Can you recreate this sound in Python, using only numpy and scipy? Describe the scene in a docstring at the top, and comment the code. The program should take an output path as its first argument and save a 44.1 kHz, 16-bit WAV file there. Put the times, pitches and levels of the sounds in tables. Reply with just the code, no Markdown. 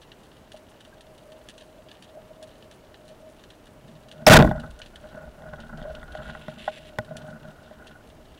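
"""Speargun under water

Among rocks, a speargun with a camera fixed to it is aimed, fired and handled.
Hand, knocks and shot ring the damped modes of the gun; the shot overloads the input.
Shrimp snaps are shaped noise bursts and the spear scrapes are gritty noise strokes over stone,
both coloured by water and housing. Sea wash and microphone hiss lie behind.
"""
import sys
import numpy as np
from scipy import signal
from scipy.fft import rfft, irfft, next_fast_len
from scipy.io import wavfile
from scipy.ndimage import uniform_filter1d

SR = 44100
rng = np.random.default_rng(int(sys.argv[2]) if len(sys.argv) > 2 else 0)


def bounce(signal):
    """Save signal as a 16-bit WAV file at the path given by the first command-line argument."""
    frames = np.transpose(np.atleast_2d(signal))
    limited = np.clip(frames, -1, 1)
    pcm = np.round(limited * 32767).astype(np.int16)
    wavfile.write(sys.argv[1], SR, pcm)


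N = 369999  # length in samples

# sea wash and microphone hiss: pitch_hz, relative level_db
SEA_SPECTRUM = [(12, -63.5), (20, 0.5), (285, -1.5), (446, -4), (624, -5.5), (897, -9.5), (2530, -20.5),
                (2990, -18.5), (3250, -23.5), (3840, -24.5), (5080, -27), (9140, -30.5), (16000, -34.5)]
SEA_DB = -52.5  # rms level

# shrimp snaps: start_s, relative level_db, treble_db (treble against bass, before a fixed lift)
SNAPS = [(0.015, -42, -17), (0.117, -34.5, -35), (0.2334, -49, -5), (0.5182, -36, -17), (0.563, -43, -11),
         (0.804, -36, -16), (0.848, -43.5, -14), (1.0074, -36.5, -15), (1.1783, -47, -8), (1.319, -42, -18),
         (1.486, -34.5, -13), (1.495, -38, -11), (1.5783, -37, -13), (1.609, -42.5, -13), (1.6731, -55, -4),
         (1.8858, -37, -44), (1.913, -39, -25), (2.0235, -36, -12), (2.426, -38.5, -4.5), (2.472, -47, -25),
         (2.624, -41, -34), (2.7117, -37, -15), (2.9419, -38.5, -40), (3.079, -44, -9),
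         (3.3937, -46.5, -26), (3.4375, -43, -32), (3.502, -38.5, -19), (3.6553, -49, -6),
         (4.0846, -41, -14.5), (4.1133, -34, -24), (4.5976, -38.5, -13), (4.704, -45.5, -6),
         (4.7895, -43.5, -2), (4.8172, -26, -39), (4.8594, -36, -21), (4.958, -40.5, -16),
         (5.601, -33.5, -22), (5.7736, -38.5, -15), (5.824, -39, -32), (5.9495, -32, -28), (6.12, -43, -18),
         (6.1484, -38.5, -24), (6.1724, -42, -22), (6.302, -35.5, -38), (7.046, -40, -27),
         (7.167, -32, -10), (7.217, -39, -35), (7.8688, -35.5, -20), (8.072, -51, -8)]
# colour of snaps heard through water and housing: pitch_hz, relative level_db
THROUGH_WATER = [(710, -26.5), (1200, -13), (1760, 3), (2150, -15), (2850, 3.5), (3340, 0.5), (3760, -0.5),
                 (4690, -8), (5160, -15), (5610, -11), (7630, -14), (8300, -12), (10600, -12.5),
                 (12000, -35.5), (15000, -27.5)]
FAR_SNAPS_DB = -66.5  # rms of each band's crackle envelope
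FAR_SNAPS_PER_S = 55  # in each band
SNAP_SPLIT_HZ = 5500

# modes of gun and camera mount: pitch_hz, level_db, t60_s
GUN_MODES = [(64.5, -9, 0.22), (125, -15, 0.063), (154.4, -4, 0.13), (228, -3, 0.11), (622.3, 0.5, 0.085),
             (736, -4.5, 0.018), (807, -4.5, 0.041), (1047, -10, 0.029), (1315, -15.5, 0.029),
             (1466, -2, 0.035), (1620, -7, 0.022), (1924, -4.5, 0.021), (3490, -1, 0.0069)]
LOW_HZ = 150  # pitch from which force tilts and knock octaves are counted

# the gun swings through the water and rocks its lowest mode: time_s, level_db
SWAY = [(4.45, -30), (4.7, -44), (4.85, -53.5), (5.2, -60), (5.3, -46), (5.45, -55.5), (5.6, -46),
        (6.1, -51), (6.85, -55.5), (7.1, -63), (8.39, -59.5)]
WOBBLE_DB = -3.5  # slow pressure wobble, relative to the rocking

# hand and line rub the gun: time_s, force_db (at LOW_HZ), tilt_db (per octave above it)
RUB = [(3.6, -65, -2), (3.92, -44, -10), (4.0, -61, -5.5), (4.25, -44.5, -3.5), (4.5, -30, -4),
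       (4.66, -40, -2.5), (4.74, -54.5, -1.5), (4.92, -61.5, -0.5), (5.21, -45.5, -0.3), (5.31, -57, -2.5),
       (5.52, -44.5, -1), (5.7, -45.5, -2), (5.86, -44.5, -0.6), (6.07, -52, .1), (6.25, -43, 0.6),
       (6.45, -50.5, -1.5), (6.55, -47.5, -2.5), (6.75, -55, -3), (6.94, -57, -1.3), (7.06, -46, -3.5),
       (7.28, -44.5, -2.5), (7.65, -53, -0.7), (7.96, -61.5, 2), (8.08, -63, -5), (8.2, -55.5, -4),
       (8.39, -69, -5)]
# how well soft contact reaches the modes: pitch_hz, level_db
RUB_REACH = [(150, 0), (850, -6), (1450, 0.5), (1900, -14)]
# the grip mode hums with the tremor of the hand: time_s, level_db
HUM = [(0, -65), (.45, -63), (.55, -54.5), (.71, -66), (.95, -54), (1.2, -61.5), (1.34, -44.5),
       (1.45, -55.5), (1.85, -54.5), (2.03, -59.5), (2.15, -46), (2.26, -56), (2.4, -45.5), (2.5, -51.5),
       (2.95, -63.5), (3.05, -51.5), (3.3, -53), (3.5, -63), (3.6, -59), (4.05, -57.5), (4.2, -50),
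       (4.55, -40), (4.7, -51.5), (4.92, -59), (5.2, -39), (5.33, -55.5), (5.5, -44.5), (5.72, -58),
       (5.86, -33), (6.06, -55), (6.24, -42.5), (6.45, -56.5), (6.75, -53), (6.94, -50), (7.2, -47),
       (7.7, -56.5), (8.08, -62.5), (8.2, -54.5), (8.39, -69)]
HUM_HZ = 623.5

# strokes of the spear over stone: start_s, length_s, level_db
SCRAPES = [(5.773, 0.12, -68), (6.115, 0.085, -61), (6.215, 0.1, -53), (6.33, 0.092, -57),
           (6.412, 0.097, -56.5), (6.495, 0.074, -58), (6.579, 0.127, -48), (6.716, 0.075, -48.5),
           (6.779, 0.063, -56), (6.847, 0.052, -53)]
# colour of stone friction through water and housing: pitch_hz, relative level_db
STONE = [(940, -39.5), (1600, -7.5), (2280, -7.5), (2440, -11), (2680, -1.5), (3480, -4.5), (4440, -15),
         (5160, -21), (6940, -26.5), (7480, -18), (8140, -32), (9010, -21.5), (12000, -34.5),
         (15600, -64.5), (22000, -120)]

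# lone rings (a small bubble, trigger steel, a tap on the shaft, the mount rocking):
# start_s, level_db, pitch_hz, rise_s, t60_s
PINGS = [(.925, -44, 1600, .004, .06), (4.2648, 3, 5300, .0022, .02), (4.8165, -31, 2950, .001, .03),
         (6.987, -21, 113, .003, .07)]

# knocks on the gun: start_s, contact_ms, level_db, favoured_octaves (above LOW_HZ),
# fall_db (per octave away from the favoured pitch)
KNOCKS = [(.542, 2.6, -36.5, 2.05, 21), (2.171, 2.7, -35, 2, 19), (2.42, 2.7, -33.5, 1.6, 16),
          (4.424, 0.6, -11, 0.81, 2), (4.444, 4.2, -10, 2.6, 20), (4.471, 4.6, -16.5, 2.9, 16.5),
          (4.51, 3.8, -16.5, 2.5, 11.5), (4.561, 4, -35, 3.1, 16), (5.05, 2, -41, 1.6, 8.5),
          (5.42, 2, -39, 2.7, 6), (5.815, 2.2, -31, .8, 4), (4.8, 1.3, -38.5, 3, 10),
          (5.535, 1.3, -27, 2.72, 12), (6.029, 2, -32, 3.07, 11), (6.15, 1.7, -28, 2.47, 9),
          (6.297, 1, -24, 3.05, 16), (6.349, 2.3, -25.5, 3, 15), (6.482, 1.1, -26.5, 1.4, 4),
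          (6.675, 7.1, -16, 2.6, 11.5), (6.9862, 0.76, -17.5, 3.04, 4.5), (7.109, 1.9, -31.5, 2.05, 25),
          (7.709, 3.1, -33.5, 1.83, 8.5)]
# how well knocks reach the modes: pitch_hz, level_db
KNOCK_REACH = [(150, 0), (620, 0), (800, -0.5), (1300, -2), (1900, 0.5), (3400, 0.5)]

# stages of the shot as spear and rubbers fly off:
# start_s, length_s, t60_s, shaking_db (at LOW_HZ), tilt_db (per octave above it)
SHOT = [(4.2675, 0.0056, .5, 8, 0.6), (4.2731, 0.017, .9, 13.5, -3.5), (4.293, 0.0057, 0.073, -24, -0.5),
        (4.298, 0.027, .55, 12, -3.5), (4.322, .058, 0.15, 15, -1.5), (4.375, 0.014, 0.18, -5.5, -5.5),
        (4.39, .024, 0.3, 4.5, -6), (4.413, 0.023, 0.089, -6, -5), (4.439, 0.088, 0.29, -14, -7.5)]
# how well the shot reaches the modes: pitch_hz, level_db
SHOT_REACH = [(66, 3.5), (150, -0.5), (230, -0.5), (620, 2.5), (1000, 2.5), (1450, 2.6), (3300, -4)]
# low thump of the recoil: pitch_hz, relative level_db
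RECOIL = [(15, -15.0), (60, -8), (220, 2), (320, -5.5), (600, -21), (3000, -60)]
SLAPS_DB, SLAP_S = 2, 0.004  # uneven slaps of the rubbers on the barrel: depth, smoothing

OVERLOAD = 0.44  # input amplitude around which clipping sets in
EDGE_HZ = 15850  # top of the band


def gain_of(db):
    """Decibels to gain."""
    return 10 ** (np.asarray(db) / 20)


def evened(x):
    """Scales to rms 1."""
    return x / np.sqrt(np.mean(x ** 2) + 1e-20)


def coloured(x, points):
    """Filters by a spectrum given as pitch_hz, level_db."""
    f, db = np.transpose(points)
    size = next_fast_len(len(x))
    hz = np.fft.rfftfreq(size, 1 / SR)
    gain = gain_of(np.interp(np.log(hz + 1), np.log(f + 1), db))
    return irfft(rfft(x, size) * gain, size)[:len(x)]


def ring(force, hz, t60):
    """A damped mode: a unit click gives a dying sine of starting height 1."""
    pole = np.exp((2j * np.pi * hz - np.log(1000) / t60) / SR)
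    return signal.lfilter([1], [1, -pole], force).imag


def along(rows):
    """Gain curve drawn in decibels through rows of time_s, level_db; near silence outside it."""
    s, db = np.transpose(rows)
    return gain_of(np.interp(np.arange(N) / SR, s, db, left=-200, right=-200))


def slow_noise(length, smooth_s):
    """Smoothed noise of rms 1, for uneven levels."""
    return evened(uniform_filter1d(rng.standard_normal(length), max(round(smooth_s * SR), 1)))


def grit(lumps_db, lump_s):
    """Friction force: noise that comes in uneven lumps."""
    lumps = slow_noise(N, lump_s)
    return evened(rng.standard_normal(N) * gain_of(lumps_db * lumps))


def reach(hz, points, tilt_db):
    """Level of a force at one mode: its spectrum, tilted per octave above LOW_HZ."""
    f, db = np.transpose(points)
    spectrum_db = np.interp(np.log(hz), np.log(f), db)
    return spectrum_db + tilt_db * np.log2(max(hz / LOW_HZ, 1))


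def sea():
    """The wash of the sea and the hiss of the microphone: slightly lumpy coloured noise."""
    wash = grit(lumps_db=0.4, lump_s=0.05)
    return gain_of(SEA_DB) * evened(coloured(wash, SEA_SPECTRUM))


def snaps():
    """Each snap is a ragged burst with its scatter among the rocks; many far ones crackle behind."""
    t = np.arange(6000) / SR
    rise = np.minimum(1, t / 0.0015)
    # a quick burst and its longer scatter
    shape = (gain_of(-60 * t / 0.041) + 0.24 * gain_of(-60 * t / 0.11)) * rise
    # far snaps come dull or bright independently
    strength = gain_of(2.3 * np.minimum(rng.exponential(1, (2, N)), 3))
    far = strength * (rng.random((2, N)) < FAR_SNAPS_PER_S / SR)
    crackle = signal.oaconvolve(far, shape[None])[:, :N]
    dull, bright = gain_of(FAR_SNAPS_DB) * evened(crackle)
    for s, db, treble_db in SNAPS:
        start = round(s * SR)
        dull[start:start + len(t)] += 0.35 * shape * gain_of(db)
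        bright[start:start + len(t)] += 0.36 * shape * gain_of(db + treble_db + 12)
    noise = evened(coloured(grit(lumps_db=3.0, lump_s=0.0019), THROUGH_WATER))
    low_pass = signal.butter(4, SNAP_SPLIT_HZ, fs=SR, output="sos")
    high_pass = signal.butter(4, SNAP_SPLIT_HZ, "high", fs=SR, output="sos")
    return dull * signal.sosfilt(low_pass, noise) + bright * signal.sosfilt(high_pass, noise)


def sway():
    """The lowest mode rocks in lumps over a slow wobble of pressure."""
    hz, t60 = 27, 0.4
    wobble = evened(ring(ring(rng.standard_normal(N), hz, t60), hz, t60))
    hz, _, t60 = GUN_MODES[0]
    force = grit(lumps_db=5.0, lump_s=0.018)
    rocking = evened(ring(ring(force, hz, 0.24 * t60), hz, 0.5 * t60))
    return along(SWAY) * (rocking + gain_of(WOBBLE_DB) * wobble)


def handling():
    """Lumpy friction noise shakes the middle modes; a double pass keeps the valleys dark."""
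    s, force_db, tilt_db = np.transpose(RUB)
    out = np.zeros(N)
    # all modes share the same lumps
    lumps = gain_of(4.2 * slow_noise(N, 0.01))
    for hz, db, t60 in GUN_MODES[1:-1]:
        is_grip_mode = abs(hz / HUM_HZ - 1) < 0.06
        rubbed = list(zip(s, force_db + reach(hz, RUB_REACH, tilt_db) + db))
        level = along(HUM if is_grip_mode else rubbed)
        force = ring(rng.standard_normal(N), hz, 0.13 * t60) * lumps
        # set the level before the second pass, so the mode rings on after it drops
        out += ring(force * level, hz, t60) / np.std(ring(force, hz, t60))
    return out


def scrape():
    """Spear on stone: gritty friction noise in strokes with short ramps at both ends."""
    level = np.zeros(N)
    for s, length, db in SCRAPES:
        level[round(s * SR):round((s + length) * SR)] += gain_of(db)
    ramped = uniform_filter1d(level, round(0.0099 * SR))
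    return ramped * evened(coloured(grit(lumps_db=2.5, lump_s=0.0026), STONE))


def pings():
    """Lone rings: single sines that rise briefly and die away."""
    out, t = np.zeros(N), np.arange(SR // 4) / SR
    for s, db, hz, rise, t60 in PINGS:
        swell = np.minimum(1, (t / rise) ** 2)
        ping = np.sin(2 * np.pi * hz * t) * swell * gain_of(db - 60 * t / t60)
        out[round(s * SR):][:len(t)] += ping
    return out


def knocks():
    """Each mode swells while the contact lasts, then dies at its own speed; noise adds a crack."""
    out, t = np.zeros(N), np.arange(SR // 4) / SR
    for s, contact_ms, knock_db, octave, fall_db in KNOCKS:
        part = out[round(s * SR):][:len(t)]
        for hz, db, t60 in GUN_MODES:
            rise = contact_ms / 1000 + 0.079 / hz
            swell = np.sin(np.pi / 2 * np.minimum(1, t / rise)) ** 2
            off_pitch_db = fall_db * abs(np.log2(hz / LOW_HZ) - octave)
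            decay_db = 60 * np.maximum(t - rise, 0) / t60
            level_db = db + knock_db + reach(hz, KNOCK_REACH, 0) - off_pitch_db - decay_db
            phase = 2 * np.pi * rng.random()
            part += gain_of(level_db) * swell * np.sin(2 * np.pi * hz * t + phase)
        # the crack counts as 4.4 octaves above LOW_HZ, so bright knocks crack most
        noise = rng.standard_normal(len(t))
        crack = evened(coloured(noise, [(1000, -14), (2500, -3.5), (6000, -13), (15000, -26)]))
        crack_db = knock_db - fall_db * abs(4.4 - octave) - 2.5 - 60 * t / 0.012
        part += crack * gain_of(crack_db) * np.minimum(1, t * 1000 / contact_ms)
    return out


def shot():
    """Violent shaking in stages; rubber and hand damp the modes, so they ring broad."""
    out = np.zeros(N)
    shaking = []
    for hz, _, t60 in GUN_MODES:
        force = grit(lumps_db=6.5, lump_s=0.012)[:SR]
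        shaking.append(evened(ring(ring(force, hz, 0.18 * t60), hz, 0.51 * t60)))
    # rattling parts hiss along with the top mode, the recoil thumps with the lowest
    shaking[-1] += 0.5 * evened(coloured(rng.standard_normal(SR), STONE))
    shaking[0] += 1.5 * evened(coloured(rng.standard_normal(SR), RECOIL))
    slaps = gain_of(SLAPS_DB * slow_noise(SR, SLAP_S))
    first = round(SHOT[0][0] * SR)
    for s, length, t60, force_db, tilt_db in SHOT:
        t = np.arange(0, length, 1 / SR)
        start = round(s * SR)
        # read the shaking from a quarter second in, once the modes have built up
        used = start - first + SR // 4 + np.arange(len(t))
        part = np.zeros(len(t))
        for (hz, db, _), mode in zip(GUN_MODES, shaking):
            part += gain_of(db + force_db + reach(hz, SHOT_REACH, tilt_db)) * mode[used]
        edges = np.minimum(1, np.minimum(t, length - t) / 0.00033)
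        out[start:start + len(t)] += part * slaps[used] * gain_of(-60 * t / t60) * edges
    return out


def scene():
    """All sources at one microphone."""
    background = sea() + snaps()
    gun = sway() + handling() + scrape() + pings() + knocks() + shot()
    return (background + gun)[None]


def record(dry):
    """The input stage clips with a firm knee; then a low-pass limits the band."""
    clipped = dry / (1 + abs(dry / OVERLOAD) ** 6.28) ** (1 / 6.43)
    low_pass = signal.firwin(511, EDGE_HZ, window=("kaiser", 9), fs=SR)
    return signal.oaconvolve(clipped, low_pass[None], "same")


dry = scene()
out = record(dry)
bounce(out)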